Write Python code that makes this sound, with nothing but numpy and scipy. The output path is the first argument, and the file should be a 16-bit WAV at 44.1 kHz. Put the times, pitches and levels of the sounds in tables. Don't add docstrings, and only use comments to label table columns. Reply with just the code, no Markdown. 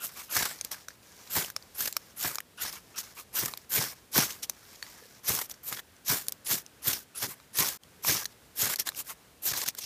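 import sys
import numpy as np
from scipy import signal
from scipy.io import wavfile
from scipy.ndimage import uniform_filter1d

SR = 44100
rng = np.random.default_rng(int(sys.argv[2]) if len(sys.argv) > 2 else 0)


def nominal_scale(level):
    x = np.asarray(level, float) / 20
    return 10 ** x


def unload_audio(sound):
    columns = np.transpose(np.atleast_2d(sound))
    steps = np.round(np.clip(columns, -1, 1) * 32767)
    wavfile.write(sys.argv[1], SR, steps.astype(np.int16))


N = 434385


def evened(x):
    return x / np.sqrt(np.mean(x ** 2) + 1e-20)


def colour(x, points):
    hz, db = np.transpose(points)
    grid = np.abs(np.fft.fftfreq(4096, 1 / SR))
    gain_db = np.interp(np.log(grid + 1), np.log(hz), db)
    log_gain = np.log(nominal_scale(np.maximum(gain_db, -80)))
    taps = np.fft.ifft(np.exp(np.conj(signal.hilbert(log_gain)))).real[:2048]
    return signal.oaconvolve(x, taps)[:len(x)]


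def resonate(x, hz, width_hz):
    turn = np.exp(2j * np.pi * np.cumsum(hz * np.ones(len(x))) / SR)
    r = np.exp(-np.pi * width_hz / SR)
    return 2 * (turn * signal.lfilter([1 - r], [1, -r], x / turn)).real


def wander(seconds):
    size = max(int(seconds * SR), 2)
    return evened(uniform_filter1d(uniform_filter1d(rng.standard_normal(N), size), size))


def grit(per_s, spread_db, flutter_db, flutter_s):
    luck, size, sign = rng.random(N), rng.exponential(1, N), rng.standard_normal(N)
    breaks = (luck < per_s / SR) * np.clip(sign, -2, 2) * nominal_scale(spread_db * np.minimum(size, 3))
    return evened(breaks) * nominal_scale(flutter_db * wander(flutter_s))


def rings(x, modes, drift, come_go_db):
    out = np.zeros(N)
    for hz, width_hz, db in modes:
        come_go = nominal_scale(np.clip(come_go_db * wander(.02), -12, 4))
        mode_hz = hz * (1 + drift * wander(0.041))
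        out += come_go * nominal_scale(db) * evened(resonate(x, mode_hz, width_hz))
    return out


def swell(peak, rise, fall, more=0):
    first = max(round((peak - rise) * SR), 0)
    last = min(round((peak + fall + more) * SR), N)
    t = np.arange(first, last) / SR
    return t, np.interp(t - peak, [-rise, 0, fall], [-1, 0, 1])


def samples(t):
    return np.round(t * SR).astype(int)


# pitch_hz, level_db (per Hz)
HISS_SPECTRUM = [(24, -57), (40, -8), (69, -6), (259, -9.5), (367, -12.5), (406, -10), (737, -16),
                 (1600, -18.5), (1950, -19), (15400, -26.5)]


def hiss():
    t = np.arange(N) / SR
    air = evened(colour(rng.standard_normal(N), HISS_SPECTRUM))
    passing = 0.22 * np.exp(-((t - 6.6) / 1.8) ** 4)
    drone = passing * evened(resonate(rng.standard_normal(N), 1550, 200))
    wood = np.zeros(N)
    for s in (5.025, 5.058):
        wood += 3.0 * np.sin(2 * np.pi * 480 * t) * np.exp(-((t - s) / 0.0042) ** 2)
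    return nominal_scale(-58.5) * (air + drone + wood) * nominal_scale(.7 * wander(.15))


# pitch_hz, level_db (per Hz)
CRACK_SPECTRUM = [(290, -75), (500, 14), (1160, -22.5), (3980, 2), (5630, 5), (13400, -6.5), (16000, -14)]
# start_s, peak_db, ring_hz
CRACKLES = [(0.758, -38, 5500), (0.809, -38, 3500), (1.031, -45, 2500), (1.071, -42, 6000),
            (1.119, -39, 8500), (3.617, -41, 5500), (4.653, -41, 4000), (4.673, -43, 9000),
            (4.758, -41, 4000), (4.877, -42, 1500), (4.978, -43, 9000), (5.056, -41, 4500),
            (5.125, -44, 6000), (5.167, -45, 4000)]
# start_s, peak_db, ring_hz
SNAPS = [(0.0587, -19, 13200), (0.0681, -22, 12800), (0.4304, -18, 700), (0.454, -15, 13300),
         (0.5886, -32, 4500), (0.6529, -30, 11800), (1.2731, -34, 4700), (1.3347, -18, 12900),
         (1.4127, -21, 6200), (1.4259, -22, 3500), (1.4605, -25, 6200), (1.8772, -17, 4700),
         (1.9354, -33, 7500), (2.2021, -21, 12700), (2.2117, -20, 12700), (2.2389, -16, 5400),
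         (2.2553, -20, 5600), (2.2909, -24, 1400), (2.3467, -27, 13600), (2.6629, -23, 5900),
         (2.6808, -23, 5800), (2.7274, -26, 5100), (2.9915, -23, 12700), (3.0132, -29, 13800),
         (3.375, -17, 14600), (3.4511, -17, 12300), (3.4591, -16, 13600), (3.4808, -25, 5900),
         (3.5135, -31, 5800), (3.8398, -20, 1300), (4.3059, -24, 2800), (4.3239, -25, 6500),
         (4.4324, -20, 8500), (4.8664, -35, 4100), (5.3642, -20, 13200), (5.3888, -19, 13000),
         (5.4172, -24, 1800), (5.7474, -28, 5300), (5.7732, -26, 1600), (6.0817, -16, 13700),
         (6.0921, -14, 13400), (6.2677, -33, 7100), (6.5424, -14, 6900), (6.5528, -18, 6000),
         (6.6637, -31, 5600), (6.991, -31, 12900), (7.2388, -21, 5000), (7.5862, -14, 5300),
         (7.6876, -17, 13000), (8.1782, -20, 4300), (8.7394, -19, 1900), (8.8179, -27, 12700),
         (8.8726, -21, 12200), (8.9487, -35, 2400), (9.5366, -23, 14800), (9.5658, -18, 4300),
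         (9.6174, -18, 6900), (9.6642, -23, 13100), (9.6786, -20, 6200), (9.7852, -24, 6400)]


def snaps():
    out, t = np.zeros(N + 400), np.arange(400) / SR
    for s, peak_db, hz in SNAPS + CRACKLES:
        spit = evened(colour(rng.standard_normal(400), CRACK_SPECTRUM))
        sound = .5 * spit + 0.81 * np.sin(2 * np.pi * hz * t)
        fall = nominal_scale(peak_db + 2 - 60 * t / 0.0038)
        out[round(s * SR):][:400] += fall * np.minimum(t / .0003, 1) * sound
    return out[:N]


# peak_s, length_s, lower_mode_hz, level_db
HUMS = [(0.031, 0.065, 1410, -47.5), (0.192, 0.072, 1180, -50), (0.327, 0.087, 1350, -49.5),
        (1.328, 0.065, 1400, -56), (2.609, 0.066, 1420, -45.5), (2.771, 0.034, 1170, -50.5),
        (2.969, 0.055, 1330, -52.5), (3.191, 0.048, 1210, -48.5), (3.378, 0.033, 1500, -38.5),
        (5.794, 0.015, 1740, -42), (5.773, .012, 1700, -44), (6.826, .05, 1290, -61),
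        (7.167, 0.049, 1370, -53.5), (7.321, .05, 1050, -53.5), (7.613, 0.057, 1060, -36),
        (9, 0.042, 1220, -55), (9.105, 0.055, 1080, -50)]


def hums():
    out, drive = np.zeros(N), grit(4000, 1.0, 0.74, .005)
    for peak, length, hz, db in HUMS:
        t, away = swell(peak, length / 2, length / 2)
        at = samples(t)
        lower = evened(resonate(drive[at], hz, 170))
        upper = evened(resonate(drive[at], 1.93 * hz, 340))
        out[at] += nominal_scale(db) * np.sqrt(1 - away ** 2) * (lower + nominal_scale(-1.5) * upper)
    return out


# start_s, peak_db, ring_hz, knock_hz, knock_db (over the peak)
CLINKS = [(0.6475, -18, 12500, 7600, -6), (0.7157, -21, 8600, 1840, -13), (1.501, -27.5, 6150, 1580, -1),
          (1.8062, -18.5, 6100, 1510, -7), (1.926, -23.5, 7560, 2680, -12), (1.9666, -9, 5500, 1230, -8.5),
          (2.347, -28, 6840, 2210, -14), (2.3555, -19.5, 7040, 1490, -11), (2.4035, -29, 2940, 1790, 3),
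          (3.5738, -25, 12100, 4600, -6), (4.4966, -11, 6100, 4620, -15.5),
          (5.4968, -29.5, 6930, 2200, -30), (6.2834, -12.5, 10400, 5800, -11),
          (6.293, -32, 12100, 5200, -8), (6.3218, -18.5, 13000, 5100, -10), (8.048, -24, 12300, 1040, 5.5),
          (8.2442, -29, 14700, 4500, -10), (8.7584, -16.5, 11400, 4400, -7), (8.797, -12, 12100, 6160, -8),
          (8.8892, -13, 4000, 1700, -6), (8.947, -43, 6400, 2830, 8), (9.686, -9.5, 6060, 2040, -18),
          (9.7493, -33, 5500, 1500, -3)]
# start_s, peak_db, ring_hz, knock_hz, knock_db (over the peak)
TAPS = [(0.611, -15, 9000, 6300, -4.5), (0.884, -19.5, 6000, 1480, -6), (1.5636, -12, 5360, 1240, -12),
        (1.6244, -31.5, 4660, 939, -20), (2.384, -17, 5400, 1190, -3), (3.5368, -21, 4000, 1060, -4),
        (3.738, -13, 13000, 7370, -7), (4.8262, -20, 4400, 1820, -3), (4.865, -36, 3950, 2010, 0),
        (5.5128, -21, 5930, 2770, -34), (5.5404, -34, 5500, 1560, -10), (6.2672, -30, 7300, 1450, -8),
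        (6.663, -33, 5400, 2790, -10), (6.99, -35, 5300, 1300, -7), (7.625, -12, 6300, 1530, -12),
        (7.8346, -34, 3220, 2510, -18), (8.2549, -17.5, 4280, 1780, -9), (8.919, -34, 3730, 1160, -1),
        (0.905, -42, 4500, 1700, 5), (1.275, -32, 4070, 2600, -15), (1.446, -20, 3000, 600, -11),
        (5.965, -40, 6040, 2000, -20), (7.4, -42.5, 4000, 1180, 1), (9.212, -59, 5000, 1500, -10)]


def ticks():
    out, t = np.zeros(N + 3000), np.arange(3000) / SR
    rise = np.minimum(t / .0008, 1) ** 2
    touches = [(*row, -3 - 0.35 * (row[1] + 20)) for row in CLINKS] + [(*row, -32) for row in TAPS]
    for s, peak_db, hz, knock_hz, knock_db, ping_db in touches:
        start = round(s * SR)
        noise = rng.standard_normal(3000)
        clatter = evened(colour(noise, CRACK_SPECTRUM))
        crack = clatter * (nominal_scale(-60 * t / 0.0058) + 0.16 * nominal_scale(-60 * t / 0.033))
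        ring = np.sin(2 * np.pi * hz * t) * nominal_scale(-60 * t / .008)
        ping = evened(resonate(noise, 12750, 3100)) * nominal_scale(ping_db - 60 * t / 0.0097)
        overtone = np.sin(2 * np.pi * (2350 * t + rng.random()))
        overtone_gain = 0.75 if knock_hz < 1300 else 0.25
        knock = 1.24 * np.sin(2 * np.pi * knock_hz * t) + overtone_gain * overtone
        knock = knock * nominal_scale(knock_db - 60 * t / 0.0084)
        out[start:][:3000] += nominal_scale(peak_db) * rise * (.5 * crack + 0.9 * ring + 1.2 * ping + 1.1 * knock)
        graze_s = 0.0063
        graze = t[t < graze_s]
        out[start - len(graze):start] += nominal_scale(peak_db - 38) * graze / graze_s * clatter[-len(graze):]
    free_ring = nominal_scale(-33 - 60 * t / .04) * rise * np.sin(2 * np.pi * 4520 * t)
    out[round(4.8265 * SR):][:3000] += free_ring
    return out[:N]


# pitch_hz, level_db (per Hz)
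THUD_SPECTRUM = [(26, -40), (45, -33), (134, 3), (294, -5), (420, -2), (550, -16), (920, -120)]
# crunch_db, chatter_before_bite_db, chatter_after_bite_db
PUSHES = [(0.365, -36.5, -2.5, 1, 0.5), (1.363, -30, -2.5, 4, 4.5), (1.822, -48, -5.5, 1.5, 9),
          (2.25, -36.5, 1.5, 2, 7), (2.638, -43, -3.5, -1, 2), (3.425, -35.5, -0.5, 3, 8),
          (3.778, -29.5, 0.5, 4.5, 6), (4.165, -25.5, -1, 2, 4.5), (5.294, -29, -2.5, 0, 9.5),
          (5.718, -41.5, 0, 9, 6.5), (6.103, -30, -3.5, 0.5, 8), (6.504, -36, -6, 2.5, 7),
          (6.876, -32, -3, 1, 6), (7.228, -34, -7, 2, -2), (7.59, -30, -3.5, 2, 6),
          (8.091, -27, -2, 3, 3.5), (8.63, -33, -2.5, 2.5, 6), (9.516, -40, -4.5, 13, 3)]


def pushes():
    lead = 400
    t, gain, thump = np.arange(-lead, 9000) / SR, np.zeros(N), np.zeros(N)
    u = np.maximum(t + 0.0086, 0) / 0.021
    v = np.maximum(t, 0)
    swing = v / 0.0066 * np.exp(1 - v / 0.0066)
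    for s, peak_db, *_ in PUSHES:
        at = round(s * SR) + np.arange(len(t)) - lead
        gain[at] += nominal_scale(peak_db - 8.0) * u * np.exp(1 - u)
        thump_hz = 108 * rng.uniform(0.67, 1.27)
        thump[at] += nominal_scale(peak_db - 6.5) * swing * np.sin(2 * np.pi * thump_hz * v)
    return gain * evened(colour(grit(900, 1.7, 3.9, 0.007), THUD_SPECTRUM)) + thump


# start_s, peak_db
SLIPS = [(0.366, -19.5), (0.423, -18), (0.453, -19), (1.8554, -21), (1.8734, -17), (2.2257, -24),
         (2.2543, -43), (2.725, -27.5), (3.456, -19), (3.479, -26), (3.838, -24), (4.305, -32),
         (5.3602, -42), (5.3875, -22), (5.414, -22), (5.7245, -21.5), (5.7907, -54), (6.08, -31),
         (6.092, -24), (6.167, -40), (6.511, -38), (6.58, -29.5), (6.9304, -19), (7.586, -19), (7.683, -20),
         (8.1735, -29), (8.869, -26), (9.614, -22.5), (9.6603, -25), (9.785, -26), (9.535, -27),
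         (9.678, -25), (7.656, -26), (3.403, -26), (7.225, -26), (7.237, -25.5)]


def slips():
    t, gain = np.arange(1500) / SR, np.zeros(N + 1500)
    for s, peak_db in SLIPS:
        gain[round(s * SR):][:1500] += nominal_scale(peak_db - 13.5) * t / 0.0028 * np.exp(1 - t / 0.0027)
    return gain[:N]


# start_s, length_s, first_db, last_db
STIRS = [(0.64, 0.069, -47, -63), (0.09, 0.058, -47, -67), (0.758, 0.098, -51, -60),
         (0.888, 0.074, -53, -66), (1.024, 0.29, -61, -52), (1.58, 0.31, -62.5, -62),
         (1.922, 0.057, -57, -53), (1.994, 0.14, -57.5, -61.5), (2.812, 0.14, -66, -62),
         (3.03, .11, -46.5, -57), (3.567, 0.087, -55, -65), (3.952, 0.16, -58, -81),
         (4.493, 0.27, -63, -52), (4.754, 0.063, -61, -54), (4.823, 0.38, -51, -60),
         (5.537, 0.063, -56, -76), (7.35, 0.11, -64, -68), (8.257, 0.073, -69, -56.5),
         (8.895, 0.079, -64, -52)]
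# peak_s, rise_s, fall_s, peak_db, chatter_db
DRAGS = [(0.05, 0.048, 0.042, -44.5, 14.5), (0.2, 0.083, 0.09, -45, 5.5), (0.725, .015, 0.03, -35.5, 3),
         (2.755, 0.13, 0.054, -45.5, 1.5), (2.988, 0.03, 0.04, -37, 3.5), (3.195, 0.049, 0.043, -46.5, 6),
         (5.515, .025, 0.015, -47.5, 11), (7.31, 0.077, 0.038, -48, 11), (8.797, 0.012, 0.019, -31, 5),
         (8.82, .008, 0.016, -43.5, 4), (8.768, .006, 0.0088, -44, 5), (8.872, 0.019, 0.031, -36, 3),
         (9.11, 0.064, 0.029, -45.5, 9.5)]
# peak_s, rise_s, fall_s, peak_db, chatter_db
SKIDS = [(4.434, 0.0099, 0.024, -34.5, 3.5), (8.998, 0.04, 0.029, -38, 10), (9.685, 0.034, 0.025, -31, -4),
         (9.787, 0.02, 0.027, -38.5, 1), (9.84, 0.014, .04, -38, -4), (9.82, 0.013, 0.014, -37, -2),
         (3, .003, .01, -46, 0), (8.258, 0.0045, .006, -33, 2)]
# bite_s, swell_from_touch_s, run_to_lift_s, scrape_at_bite_db, sag_until_lift_db
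STROKES = [(0.38, 0.086, 0.25, -27.5, 31.5), (1.37, 0.071, 0.15, -28.5, 29),
           (1.804, 0.058, 0.11, -36.5, 17), (2.25, 0.087, 0.14, -34.5, 25),
           (2.62, 0.047, 0.074, -38.5, 4.5), (3.375, 0.047, 0.18, -33, 26), (3.765, 0.072, .17, -28.5, 24),
           (4.183, 0.068, 0.27, -25.5, 42.5), (5.29, 0.057, 0.17, -32, 19), (5.69, 0.057, 0.11, -43, 7.5),
           (6.111, 0.064, 0.17, -27.5, 37), (6.521, 0.075, .1, -29, 27.5), (6.878, 0.057, 0.16, -30, 29.5),
           (7.232, 0.083, 0.034, -31.5, 12.5), (7.606, 0.075, 0.16, -29, 18),
           (8.096, 0.072, 0.14, -26, 20.5), (8.6, 0.048, 0.1405, -32.5, 2.5),
           (9.47, 0.049, 0.17, -35.5, 1.5)]
# first_hz, last_hz, halfway_after_touch_s, squeal_db
SQUEALS = [(11300, 12600, .03, -1), (12500, 13500, .04, -0.5), (10300, 13300, .025, 0),
           (11300, 13300, .04, 1), (10100, 12600, .035, -1), (10400, 13900, .025, -3),
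           (11800, 13200, .02, 0), (11100, 13300, 0.032, -1.5), (11900, 13100, .04, 1),
           (13500, 13300, .03, 0), (11800, 13500, .025, -1), (9900, 13200, .04, -1),
           (10300, 13300, 0.021, 0), (10000, 12600, .052, 1.5), (9800, 13200, 0.037, 0),
           (11700, 13600, .055, -2.5), (11500, 12400, .025, -2.5), (12200, 12900, .03, -2.5)]
# middle_s, half_width_s, change_db
DIPS_AND_SWELLS = [(9.53, 0.0036, -18), (9.548, 0.011, -3.5), (0.387, 0.0037, -4), (9.64, .01, 4), (1.868, .004, -3),
                   (3.472, 0.0055, -4), (8.683, 0.0037, -5), (5.708, 0.0054, -5), (7.205, 0.019, -7),
                   (3.354, 0.013, 8), (3.378, .01, -5), (4.28, 0.017, -5.5), (7.65, 0.019, -3), (9.582, .008, 5.5),
                   (5.6, .018, 6), (8.575, .01, 5), (6.073, .006, 0), (6.47, 0.0088, 5), (5.745, .01, 2.5),
                   (7.755, .015, -4.5), (4.155, .015, 2)]


def hand_motion():
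    out = np.zeros((6, N))
    out[4:] = [[13000], [1]]

    def add(t, rod_db, chatter_db, crunch_db, age):
        at = samples(t)
        out[:3, at] += nominal_scale([rod_db, rod_db + chatter_db, rod_db + crunch_db])
        out[3, at] = age

    for start, length, first_db, last_db in STIRS:
        t, along = swell(start, 0, length)
        add(t, first_db + (last_db - first_db) * along, -1.5, -5.5, 1)
    for rows, crunch_db in ((DRAGS, -7), (SKIDS, -25)):
        for peak, rise, fall, db, chatter_db in rows:
            t, away = swell(peak, rise, fall)
            add(t, db - 16 * abs(away) ** 1.2, chatter_db, crunch_db, 1)

    touch_db, seat_db, lift_s = -56.5, -13.5, 0.011
    for stroke, push, squeal in zip(STROKES, PUSHES, SQUEALS):
        bite, rise, run, db, sag_db = stroke
        thud, _, crunch_db, early_db, late_db = push
        first_hz, last_hz, half, squeal_db = squeal
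        t, away = swell(bite, rise, run, lift_s)
        age = t - bite + rise
        seat = min(0.023, .8 * rise)
        unseated = np.clip((rise - age) / (rise - seat), 0, 1) ** 1.05
        rise_db = np.interp(age, [0, seat], [touch_db - seat_db, db]) + seat_db * unseated
        sagged_db = sag_db * np.maximum(away, 0) ** 1.15
        lifted_db = -17 * np.maximum(age - rise - run, 0) / lift_s
        chatter_db = np.interp(away, [-.3, .25], [early_db, late_db])
        gather_db = np.interp(t - thud, [-0.018, 0, 0.13], [-6.5, 0, -3.5])
        add(t, rise_db - sagged_db + lifted_db, chatter_db, crunch_db + gather_db, age)
        at = samples(t)
        out[4, at] = first_hz + (last_hz - first_hz) / (1 + np.exp((half - age) / .01))
        out[5, at] = nominal_scale(squeal_db)
    for s, half, db in DIPS_AND_SWELLS:
        t, away = swell(s, 2 * half, 2 * half)
        out[:3, samples(t)] *= nominal_scale(db * np.exp(-(2 * away) ** 2))
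    return uniform_filter1d(out, 200, axis=1)


# pitch_hz, level_db (per Hz)
ROD_SPECTRUM = [(1180, -29), (2000, -14), (2770, -6.5), (4490, -1), (5640, 4.5), (9500, -4), (12400, -27.5),
                (20900, -120)]
# pitch_hz, level_db (per Hz)
EDGE_SPECTRUM = [(4410, -21), (7500, -10), (9120, -11), (13300, -9), (14700, -9.5), (15400, -15.5)]
# pitch_hz, level_db (per Hz)
TINDER_SPECTRUM = [(210, -20), (350, -14), (636, -9), (1050, -13.5), (1290, -17.5), (2270, -1), (3500, -14),
                   (4550, -13), (7700, -120)]
# pitch_hz, width_hz, level_db
ROD_RINGS = [(3370, 1200, -11), (6300, 820, -1), (8370, 820, -5.5)]
# pitch_hz, width_hz, level_db
TWIG_RINGS = [(1085, 540, 0.5), (1600, 96, -4), (2480, 47, -18)]


def strokes():
    rod_gain, edge_gain, tinder_gain, age, climb_hz, squeal_gain = hand_motion()
    bitten = np.clip(age / 0.058, 0, 1)
    breaks = grit(per_s=1500, spread_db=2.2, flutter_db=1.2, flutter_s=.006) * bitten
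    judder = nominal_scale(1.17 * bitten * wander(0.0041))
    chatter_hz = climb_hz + 250 * wander(0.0068)
    squeal = .25 + 1.7 * squeal_gain * np.exp(-(age / .072) ** 4)
    squeal = squeal * nominal_scale(2.2 * wander(.01))

    gripped = np.clip(rod_gain / nominal_scale(-44), .3, .85)
    rod_grit = grit(14000, 2.0, 1.1, .004) + .55 * breaks
    scrape = evened(colour(rod_grit, ROD_SPECTRUM))
    rod = scrape + gripped * rings(rod_grit, ROD_RINGS, 0.087, 4.9)
    rod += 0.12 * squeal * evened(resonate(rod_grit, chatter_hz / 2, 730))

    edge_grit = grit(18000, 1.5, 1.1, .004) + .36 * breaks
    edge = evened(colour(edge_grit, EDGE_SPECTRUM))
    edge += squeal * evened(resonate(edge_grit, chatter_hz, 650))

    tinder_grit = grit(5000, 2.5, 1.4, .008) + .45 * breaks
    loose = 1 + 0.23 * (tinder_gain < nominal_scale(-44))
    tinder = evened(colour(tinder_grit, TINDER_SPECTRUM))
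    tinder += loose * rings(tinder_grit, TWIG_RINGS, 0.072, 10.0)

    rod, edge, tinder = nominal_scale(-2.4 * gripped) * evened(rod), evened(edge), evened(tinder)
    steady = judder * (rod_gain * rod + edge_gain * edge + tinder_gain * tinder)
    return steady + slips() * (rod + 1.35 * edge + 0.63 * tinder)


def scene():
    near = snaps() + hums() + ticks() + pushes() + strokes()
    echoes = np.zeros(1200)
    echoes[[0, 90, 230, 410, 700, 1100]] = 0.92, -0.0035, -0.02, 0.026, 0.02, -0.019
    return (hiss() + signal.oaconvolve(near, echoes)[:N])[None]


def low_pass(x):
    return signal.sosfilt(signal.butter(12, 16550, fs=SR, output="sos"), x)


def record(dry):
    low_cut = signal.butter(2, 51, "high", fs=SR, output="sos")
    since = np.arange(N) / SR - 7.775
    fade_in = np.clip(0.043 + since / .065, 0, 1) ** 1.44
    heard = signal.sosfilt(low_cut, dry) * np.where(since < 0, 1, fade_in)
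    top_cut = signal.firwin(301, 15350, window=("kaiser", 6), fs=SR)
    body = signal.oaconvolve(heard, top_cut[None], "same")
    quick = uniform_filter1d(body ** 2, 130, axis=1)
    slow = uniform_filter1d(body ** 2, 2600, axis=1)
    sudden = uniform_filter1d(1. * (quick > 7 * slow), 200, axis=1)
    mix = body + nominal_scale(-24) * sudden * (heard - body)
    return low_pass(mix)


dry = scene()
out = record(dry)
unload_audio(out)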